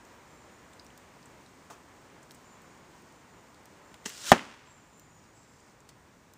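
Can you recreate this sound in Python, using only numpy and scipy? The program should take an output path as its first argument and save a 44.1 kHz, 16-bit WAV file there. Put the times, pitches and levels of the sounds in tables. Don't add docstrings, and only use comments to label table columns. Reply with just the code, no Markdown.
import sys
import numpy as np
from scipy import signal
from scipy.fft import rfft, irfft, next_fast_len
from scipy.io import wavfile
from scipy.ndimage import uniform_filter1d

SR = 44100
rng = np.random.default_rng(int(sys.argv[2]) if len(sys.argv) > 2 else 0)


def unload_wav(signal):
    wavfile.write(
        sys.argv[1],
        SR,
        np.round(np.clip(np.atleast_2d(signal).T, -1, 1) * 32767).astype(np.int16),
    )


def makeup_ratio(level_db):
    decades = np.asarray(level_db, float) / 20
    return 10 ** decades


N = 280917


def evened(x):
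    return x / np.sqrt(np.mean(x ** 2) + 1e-20)


def read(points, hz):
    f, value = np.transpose(points)
    return np.interp(np.log(hz + 1), np.log(f + 1), value)


def add(mix, start_s, sound):
    part = mix[round(start_s * SR):][:len(sound)]
    part += sound[:len(part)]


def swell(count, smooth):
    return evened(uniform_filter1d(rng.standard_normal(count), size=smooth))


def span(rows):
    s, *columns = np.transpose(rows)
    t = np.arange(s[0], s[-1], 1 / SR)
    return s[0], [np.interp(t, s, c) for c in columns]


def burst(start_s, hold_s, level_db, rise_s, fall_s, depth_db=27.0):
    low_db, end_s = level_db - depth_db, start_s + hold_s
    start, (curve_db,) = span([(start_s - rise_s, low_db), (start_s, level_db),
                               (end_s + 1e-4, level_db), (end_s + fall_s, low_db)])
    return start, curve_db


def coloured(x, points):
    size = next_fast_len(len(x))
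    gain = makeup_ratio(read(points, np.fft.rfftfreq(size, 1 / SR)))
    return irfft(rfft(x, size) * gain, size)[:len(x)]


def resonate(x, hz, width_hz):
    turn = np.exp(2j * np.pi * np.cumsum(hz * np.ones(len(x))) / SR)
    r = np.exp(-np.pi * width_hz / SR)
    return 2 * (turn * signal.lfilter([1 - r], [1, -r], x / turn)).real


def dulled(x, dull):
    return (1 - dull) * x + dull * uniform_filter1d(x, size=15)


def patter(level_db, hz, spread_hz, t60_s):
    t = np.arange(2000) / SR
    drive = 0.19 * rng.standard_normal(size=2000) * makeup_ratio(-60 * t / t60_s)
    drive[0] = 1
    sound = resonate(resonate(drive, hz, spread_hz), hz, spread_hz)
    return makeup_ratio(level_db) * sound / abs(sound).max()


# [freq_hz, t60_s]
WOOD_DECAY = [(60, .22), (250, .36), (1000, 0.79), (2500, .72), (5000, .62), (10000, 0.3), (16000, .24)]


def wood(x, linger=1.):
    taps = np.zeros(SR)
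    at = np.arange(120, SR - 24, 24) + rng.integers(0, 24, (SR - 121) // 24)
    taps[at] = rng.choice([-1., 1.], len(at)) * makeup_ratio(4.5 * rng.standard_normal(len(at)))
    hz, t, z = signal.stft(taps, SR, nperseg=256)
    decay_db = -60 * t / (linger * read(WOOD_DECAY, hz)[:, None])
    tail = signal.istft(z * makeup_ratio(decay_db), SR, nperseg=256)[1]
    return signal.fftconvolve(x, tail / np.linalg.norm(tail))[:N]


# [freq_hz, density_db]
RUMBLE_SPECTRUM = [(15, -30), (25, -9), (60, -3), (130, -2.5), (200, -6.5), (350, -14.5), (800, -40)]
# [freq_hz, density_db]
TRAFFIC_SPECTRUM = [(40, -36), (130, -6.5), (250, 1), (366, -1), (745, -4.5), (980, -2), (1230, -6),
                    (2090, -10), (3970, -22.5), (6000, -32.5), (9000, -61)]
# [freq_hz, density_db]
LEAF_SPECTRUM = [(800, -22), (2500, -6), (4000, -2.5), (7000, 1.5), (9000, -4.5), (10500, -11.5),
                 (12500, -8.5), (15000, -8)]
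RUMBLE_DB, TRAFFIC_DB, LEAVES_DB = -61.5, -55, -65.5
RECEDE_DB_PER_S, LULL_DB_PER_S = -0.43, -.3
DUCK_DB, DUCK_S = -2.5, .3


def air():
    t, out = np.arange(N) / SR, np.zeros(N)
    duck_db = DUCK_DB * np.clip((t - SMACK_S) / DUCK_S, 0, 1)
    traffic_db = TRAFFIC_DB + RECEDE_DB_PER_S * t + duck_db
    leaves_db = LEAVES_DB + LULL_DB_PER_S * t + duck_db
    layers = (RUMBLE_SPECTRUM, RUMBLE_DB), (TRAFFIC_SPECTRUM, traffic_db), (LEAF_SPECTRUM, leaves_db)
    for spectrum, level_db in layers:
        swell_db = 0.5 * evened(uniform_filter1d(swell(N, 3000), size=3000))
        out += evened(coloured(rng.standard_normal(N), spectrum)) * makeup_ratio(level_db + swell_db)
    return out


# [start_s, peak_db, leaf_hz, spread_hz]
DROPS = [(.0515, -54, 6360, 2500), (.5395, -64, 9000, 2500), (.733, -52, 3680, 1200),
         (.7958, -45, 4630, 900), (.847, -56, 10500, 3500), (.8655, -49, 5750, 1900),
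         (.903, -53, 3000, 800), (.977, -46, 7000, 5000), (1.2285, -52, 4800, 2200),
         (1.4625, -50.5, 3870, 900), (2.3092, -41, 3800, 3500), (2.3175, -45, 7000, 4500),
         (2.619, -54, 7300, 4000), (2.777, -57, 6000, 3000), (3.022, -56, 7500, 3500),
         (3.1235, -55, 6500, 4000), (3.545, -52, 4000, 3000), (3.6565, -46, 7000, 5000),
         (3.9425, -40.5, 2500, 3000), (4.0442, -48, 3500, 4000), (4.9795, -60, 8500, 3000),
         (4.9965, -47, 7500, 5000), (5.8045, -53.5, 7100, 1800), (6.3365, -48, 6000, 5000)]
# [start_s, peak_db, leaf_hz, spread_hz]
FIZZING_DROPS = [
    (.7335, -54, 7500, 3000),
    (1.2573, -52, 7750, 2000),
    (2.229, -51.5, 6940, 2500),
    (2.3465, -50, 8000, 3500),
    (5.8905, -42.5, 4200, 5000),
]
DROP_T60_S, FIZZ_T60_S = .016, .045
LITTER_HZ, LITTER_DB = 7810, -5.
SPLASH_DB, SPLASH_DB_PER_KHZ = -30., 2.2


def drips():
    out = np.zeros(N)
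    for rows, t60_s in (DROPS, DROP_T60_S), (FIZZING_DROPS, FIZZ_T60_S):
        for start_s, peak_db, leaf_hz, spread_hz in rows:
            splash_db = peak_db + SPLASH_DB + SPLASH_DB_PER_KHZ * (leaf_hz + spread_hz) / 1000
            leaf = patter(peak_db + 2.5, leaf_hz, spread_hz, t60_s)
            litter = patter(peak_db + LITTER_DB, LITTER_HZ, 3500, t60_s)
            splash = patter(splash_db + 6.0, 14000, 3500, .01)
            add(out, start_s, leaf + litter + splash)
    return out


# [start_s, length_s, top_hz, fall_hz, level_db]
BIRD_NOTES = [(0.274, .19, 7380, 400, -66), (0.487, 0.14, 6980, 150, -67), (2.433, 0.13, 7220, 201, -61.5),
              (2.63, 0.22, 7060, 298, -70), (3.055, .21, 7350, 200, -73), (3.29, .13, 7050, 80, -69),
              (3.83, 0.11, 7330, 200.2, -66), (3.96, .09, 7156, 100, -68), (4.655, 0.15, 7520, 480, -61),
              (4.82, 0.074, 7450, 300, -70.5), (4.915, .135, 7200, 150, -61.5),
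              (5.081, 0.12, 7000, 200, -64.5), (5.225, .09, 6920, 80, -72), (5.33, .14, 7680, 450, -64),
              (5.46, .115, 7480, 250, -69), (5.579, 0.078, 7030, 201, -72)]
SCOOP_S, SCOOP_HZ, SCOOP_DB, NOTE_FADE_DB = .022, 450, -11., -7.5
BUZZ_RATE_HZ, BUZZ_HZ, BUZZ_DB, WANDER_HZ = 160, 130, 3.3, 60


def birds():
    out = np.zeros(N)
    for start_s, length_s, top_hz, fall_hz, level_db in BIRD_NOTES:
        start_s, (pitch_hz, curve_db) = span([
            (start_s, top_hz - SCOOP_HZ, level_db + SCOOP_DB),
            (start_s + SCOOP_S, top_hz, level_db),
            (start_s + length_s, top_hz - fall_hz, level_db + NOTE_FADE_DB)])
        count = len(pitch_hz)
        buzz = 2 * np.pi * BUZZ_RATE_HZ * np.arange(count) / SR
        wander = swell(SR // 2, 400)[:count]
        turns = np.cumsum(pitch_hz + BUZZ_HZ * np.sin(buzz) + WANDER_HZ * wander) / SR
        level = 1.1 * makeup_ratio(curve_db + BUZZ_DB * np.cos(buzz))
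        add(out, start_s, level * np.sin(2 * np.pi * turns) * signal.windows.tukey(count, .1))
    return out


# [freq_hz, density_db]
TWIG_SPECTRUM = [(120, -39), (200, -7), (1260, -0.5), (1490, -9), (1950, -11.5), (4470, -19.5),
                 (6530, -14.5), (9210, -20.5), (11400, -27), (15000, -24)]
# [start_s, peak_db, pitch_hz, spread_hz, t60_s]
TWIG_TAPS = [
    (1.701, -42, 690, 600, .02),
    (1.7073, -42, 1050, 600, .025),
    (1.7123, -45, 900, 600, .03),
]
KNOCK_S, KNOCK_DB, KNOCK_RISE_S, KNOCK_FALL_S = 1.702, -43.5, .004, 0.088


def knock():
    start_s, curve_db = burst(KNOCK_S, 0, KNOCK_DB, KNOCK_RISE_S, KNOCK_FALL_S)
    crackle = rng.standard_normal(SR // 4) * makeup_ratio(2.3 * swell(SR // 4, 40))
    out = np.zeros(N)
    add(out, start_s, makeup_ratio(curve_db) * evened(coloured(crackle, TWIG_SPECTRUM))[:len(curve_db)])
    for start_s, *tap in TWIG_TAPS:
        add(out, start_s, patter(*tap))
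    return out


# [peak_db, pitch_hz, spread_hz, t60_s]
FORK_MODES = [(-35, 215, 150, .03), (-38, 410, 120, 0.022), (-40, 920, 200, .018), (-33, 1900, 400, .02)]
# [start_s, peak_db, pitch_hz]
BAND_SLAPS = [
    (4.0593, -30.5, 2900),
    (4.0598, -22, 6100),
    (4.0635, -33, 2000),
    (4.065, -27.5, 6660),
    (4.0711, -31, 6300),
    (4.0775, -38, 13600),
    (4.0942, -30, 13460),
    (4.0943, -34, 7040),
    (4.097, -43, 1800),
    (4.1015, -38, 2800),
]
THUD_S = 4.058
SLAP_SPREAD, SLAP_T60_S, SLAP_T60_HZ = .38, .022, 9000


def bands():
    out = np.zeros(N)
    for mode in FORK_MODES:
        add(out, THUD_S, patter(*mode))
    for start_s, peak_db, hz in BAND_SLAPS:
        t60_s = SLAP_T60_S / (1 + hz / SLAP_T60_HZ)
        add(out, start_s, patter(peak_db, hz, min(SLAP_SPREAD * hz, 3000), t60_s))
    return out


# [freq_hz, density_db]
WAKE_SPECTRUM = [(120, -45.5), (200, -17), (683, -15), (806, -18.5), (1400, -10), (2290, -12.5),
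                 (2860, -7.5), (7270, -7.5), (11300, -19), (14900, -19), (16000, -38.5)]
RELEASE_S, LASH_DB, LASH_RISE_S, LASH_T60_S = 4.058, -39.5, .006, .07
PASS_S, SPEED_M_S, MISS_M = 4.288, 60, 1.1
WAKE_DB, CRUISE_DB, WAKE_T60_S, DULL = -35., -48.5, .28, .22
WHISTLE_S, WHISTLE_HZ, SAG_HZ_PER_S, WHISTLE_DB = 4.215, 1350, 9500, -43.5
TUMBLE_HZ, TUMBLE_DB = 50, 4.5


def ball():
    t = 4 + np.arange(SR // 2) / SR
    near = MISS_M / np.hypot(MISS_M, SPEED_M_S * (t - PASS_S))
    since_s, stopped_s = np.maximum(t - RELEASE_S, 0), np.maximum(t - SMACK_S, 0)
    lash = makeup_ratio(LASH_DB - 60 * since_s / LASH_T60_S)
    flight = np.hypot(makeup_ratio(CRUISE_DB), makeup_ratio(WAKE_DB) * near) * makeup_ratio(-60 * stopped_s / WAKE_T60_S)
    onset = makeup_ratio(-20 * np.maximum(RELEASE_S - t, 0) / LASH_RISE_S)
    flutter_db = 2.0 * swell(len(t), 90)
    hiss = evened(coloured(rng.standard_normal(len(t)), WAKE_SPECTRUM))
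    wake = (lash + flight) * onset * makeup_ratio(flutter_db) * dulled(hiss, DULL * (1 - near))

    pitch_hz = np.clip(WHISTLE_HZ - SAG_HZ_PER_S * (t - PASS_S), 500, 3000)
    sings = np.clip((t - WHISTLE_S) / .01, 0, 1) * (stopped_s == 0) * near ** 1.6
    tone = 1.1 * np.sin(2 * np.pi * np.cumsum(pitch_hz) / SR)
    breath = resonate(resonate(rng.standard_normal(len(t)), pitch_hz, 220), pitch_hz, 220)
    throb_db = TUMBLE_DB * np.cos(2 * np.pi * TUMBLE_HZ * (t - PASS_S + .003))
    whistle = sings * makeup_ratio(WHISTLE_DB + throb_db) * (tone + .6 * evened(breath))
    out = np.zeros(N)
    add(out, t[0], wake + whistle)
    return out


# [pitch_hz, level_db, t60_s]
TARGET_MODES = [(240, -13, 0.045), (387, -11, 0.03), (539.7, -12.5, 0.017), (723, -2, .01),
                (1200, -8, 0.0056), (1759, -9.5, 0.0047), (2900, -16, .005), (5800, -21.5, 0.003),
                (8000, -21.5, .004)]
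# [start_s, level_db, polarity, treble_top_hz]
BLOW_RETURNS = [
    (4.318, 1, 1, 8980),
    (4.3184, 4, -1, 15900),
    (4.3191, -5.5, 1, 3496),
    (4.3206, -2.5, 1, 1800),
    (4.3233, -5, -1, 2300),
    (4.328, -10, 1, 2997),
    (4.3283, -12, -1, 8500),
    (4.3347, -11.5, -1, 1525),
    (4.342, -22.5, 1, 1810),
]
SMACK_S = BLOW_RETURNS[0][0]
# [freq_hz, gain_db]
TARGET_HOLLOW = [(3300, 0), (4200, -6.5), (5200, 0)]


def smack():
    t = np.arange(4000) / SR
    body = sum(makeup_ratio(level_db - 60 * t / t60_s) * np.sin(2 * np.pi * hz * t + 1.0)
               for hz, level_db, t60_s in TARGET_MODES)
    out = np.zeros(N)
    for start_s, level_db, polarity, top_hz in BLOW_RETURNS:
        crack = makeup_ratio(-24.0 - 60 * t / 0.0072) * rng.standard_normal(size=4000)
        lowpass = signal.butter(N=2, Wn=top_hz, fs=SR)
        add(out, start_s, np.sign(polarity) * makeup_ratio(level_db) * signal.lfilter(*lowpass, body + crack))
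    return coloured(out, TARGET_HOLLOW)


# [pitch_hz, level_db, t60_s]
POST_MODES = [(201, -34, .35), (255, -32, .45), (379.8, -35, 0.21), (520, -33, .25), (600, -32, .2),
              (1050, -32, 0.2)]


def stake():
    t, out = np.arange(SR // 2) / SR, np.zeros(N)
    for hz, level_db, t60_s in POST_MODES:
        rattle = evened(resonate(rng.standard_normal(len(t)), hz, 45))
        add(out, SMACK_S, .7 * makeup_ratio(level_db - 60 * t / t60_s) * rattle)
    return out


# [freq_hz, density_db]
SCATTER_SPECTRUM = [(80, -28), (200, 0.5), (500, -0.5), (1000, 2), (2000, -3), (3200, -7), (4200, -13.5),
                    (6500, -12), (10000, -19.5), (16000, -28)]
# [freq_hz, gain_db]
FAR_WOOD = [(300, -9), (1000, -2.5), (3000, 2), (7000, 3)]


def echoes():
    bang = np.zeros(N)
    bang[round(SMACK_S * SR)] = 1
    bang = coloured(bang, SCATTER_SPECTRUM)
    near = makeup_ratio(14.0) * wood(bang, linger=.13) + makeup_ratio(3.5) * wood(bang, linger=.4) + wood(bang, linger=.85) * makeup_ratio(1.)
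    return near + makeup_ratio(-3.) * wood(coloured(bang, FAR_WOOD), linger=1.9)


# [start_s, peak_db, pitch_hz]
TRUNK_ECHOES = [
    (4.3615, -28, 1800),
    (4.376, -35, 1800),
    (4.38, -30, 2800),
    (4.3932, -27, 1800),
    (4.405, -39, 2200),
    (4.4095, -41, 3000),
]


def trunks():
    out = np.zeros(N)
    for start_s, peak_db, hz in TRUNK_ECHOES:
        add(out, start_s, patter(peak_db, hz, .5 * hz, .012))
    return out


# [start_s, hold_s, level_db]
LEAF_STIRS = [
    (5.18, 0.0047, -72.5),
    (5.25, .005, -72),
    (5.346, 0.36, -72),
]
STIR_RISE_S, STIR_FALL_S = 0.055, 0.065


def rustle():
    grains = rng.standard_normal(N) * makeup_ratio(4.0 * swell(N, 150))
    level = np.zeros(N)
    for start_s, hold_s, level_db in LEAF_STIRS:
        start_s, curve_db = burst(start_s, hold_s, level_db, STIR_RISE_S, STIR_FALL_S, depth_db=19.0)
        add(level, start_s, makeup_ratio(curve_db))
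    dry_leaf = [(3500, -25.5), (4800, -2), (7000, -4), (8500, -8), (11000, -28)]  # freq_hz, density_db
    return level * evened(coloured(grains, dry_leaf))


# [freq_hz, gain_db]
AIR_EDGE = [(20, 0), (15300, 0), (15420, -40), (20000, -40)]


def scene():
    song = birds()
    small = drips() + knock() + bands() + ball() + rustle()
    blow = smack() + stake() + echoes() + trunks()
    near = blow + small + makeup_ratio(-13.5) * wood(small, linger=.4)
    far = makeup_ratio(-4.5) * song + makeup_ratio(-3) * wood(song, linger=1.6)
    return (near + far + coloured(air(), AIR_EDGE))[None]


def patchy(x, depth_db):
    hz, t, z = signal.stft(x, SR, nperseg=1024)
    cells = uniform_filter1d(rng.standard_normal(z.shape), size=4, axis=0)
    cells = evened(uniform_filter1d(cells, size=3, axis=1))
    share = np.clip((hz[:, None] - 8500) / 3500, 0, 1)
    dropped = np.clip(2 * (cells - .7), 0, 1)
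    return signal.istft(z * makeup_ratio(-depth_db * share * dropped), SR, nperseg=1024)[1][:N]


def top_cut(x):
    return signal.sosfilt(signal.butter(12, 16260, fs=SR, output="sos"), x)


# [freq_hz, gain_db]
CHAIN_GAP = [(20, -12.5), (70, -3), (150, -1.5), (9600, 0.5), (10850, -4), (11080, -23), (11500, -24.5),
             (11750, -5), (12100, -3.5), (15600, 0), (16050, -10), (16300, -50), (17000, -69)]
# [freq_hz, gain_db]
CHAIN_EDGE = [(20, 0), (15350, 0), (15550, -9), (16000, -12), (16300, -60), (20000, -60)]


def record(dry):
    overloaded = np.clip(dry[0], -1.15, 1.15)
    heard = patchy(coloured(overloaded, CHAIN_GAP), depth_db=18.)
    heard = coloured(np.clip(heard, -.97, .97), CHAIN_EDGE)
    return top_cut(heard[None])


dry = scene()
out = record(dry)
unload_wav(out)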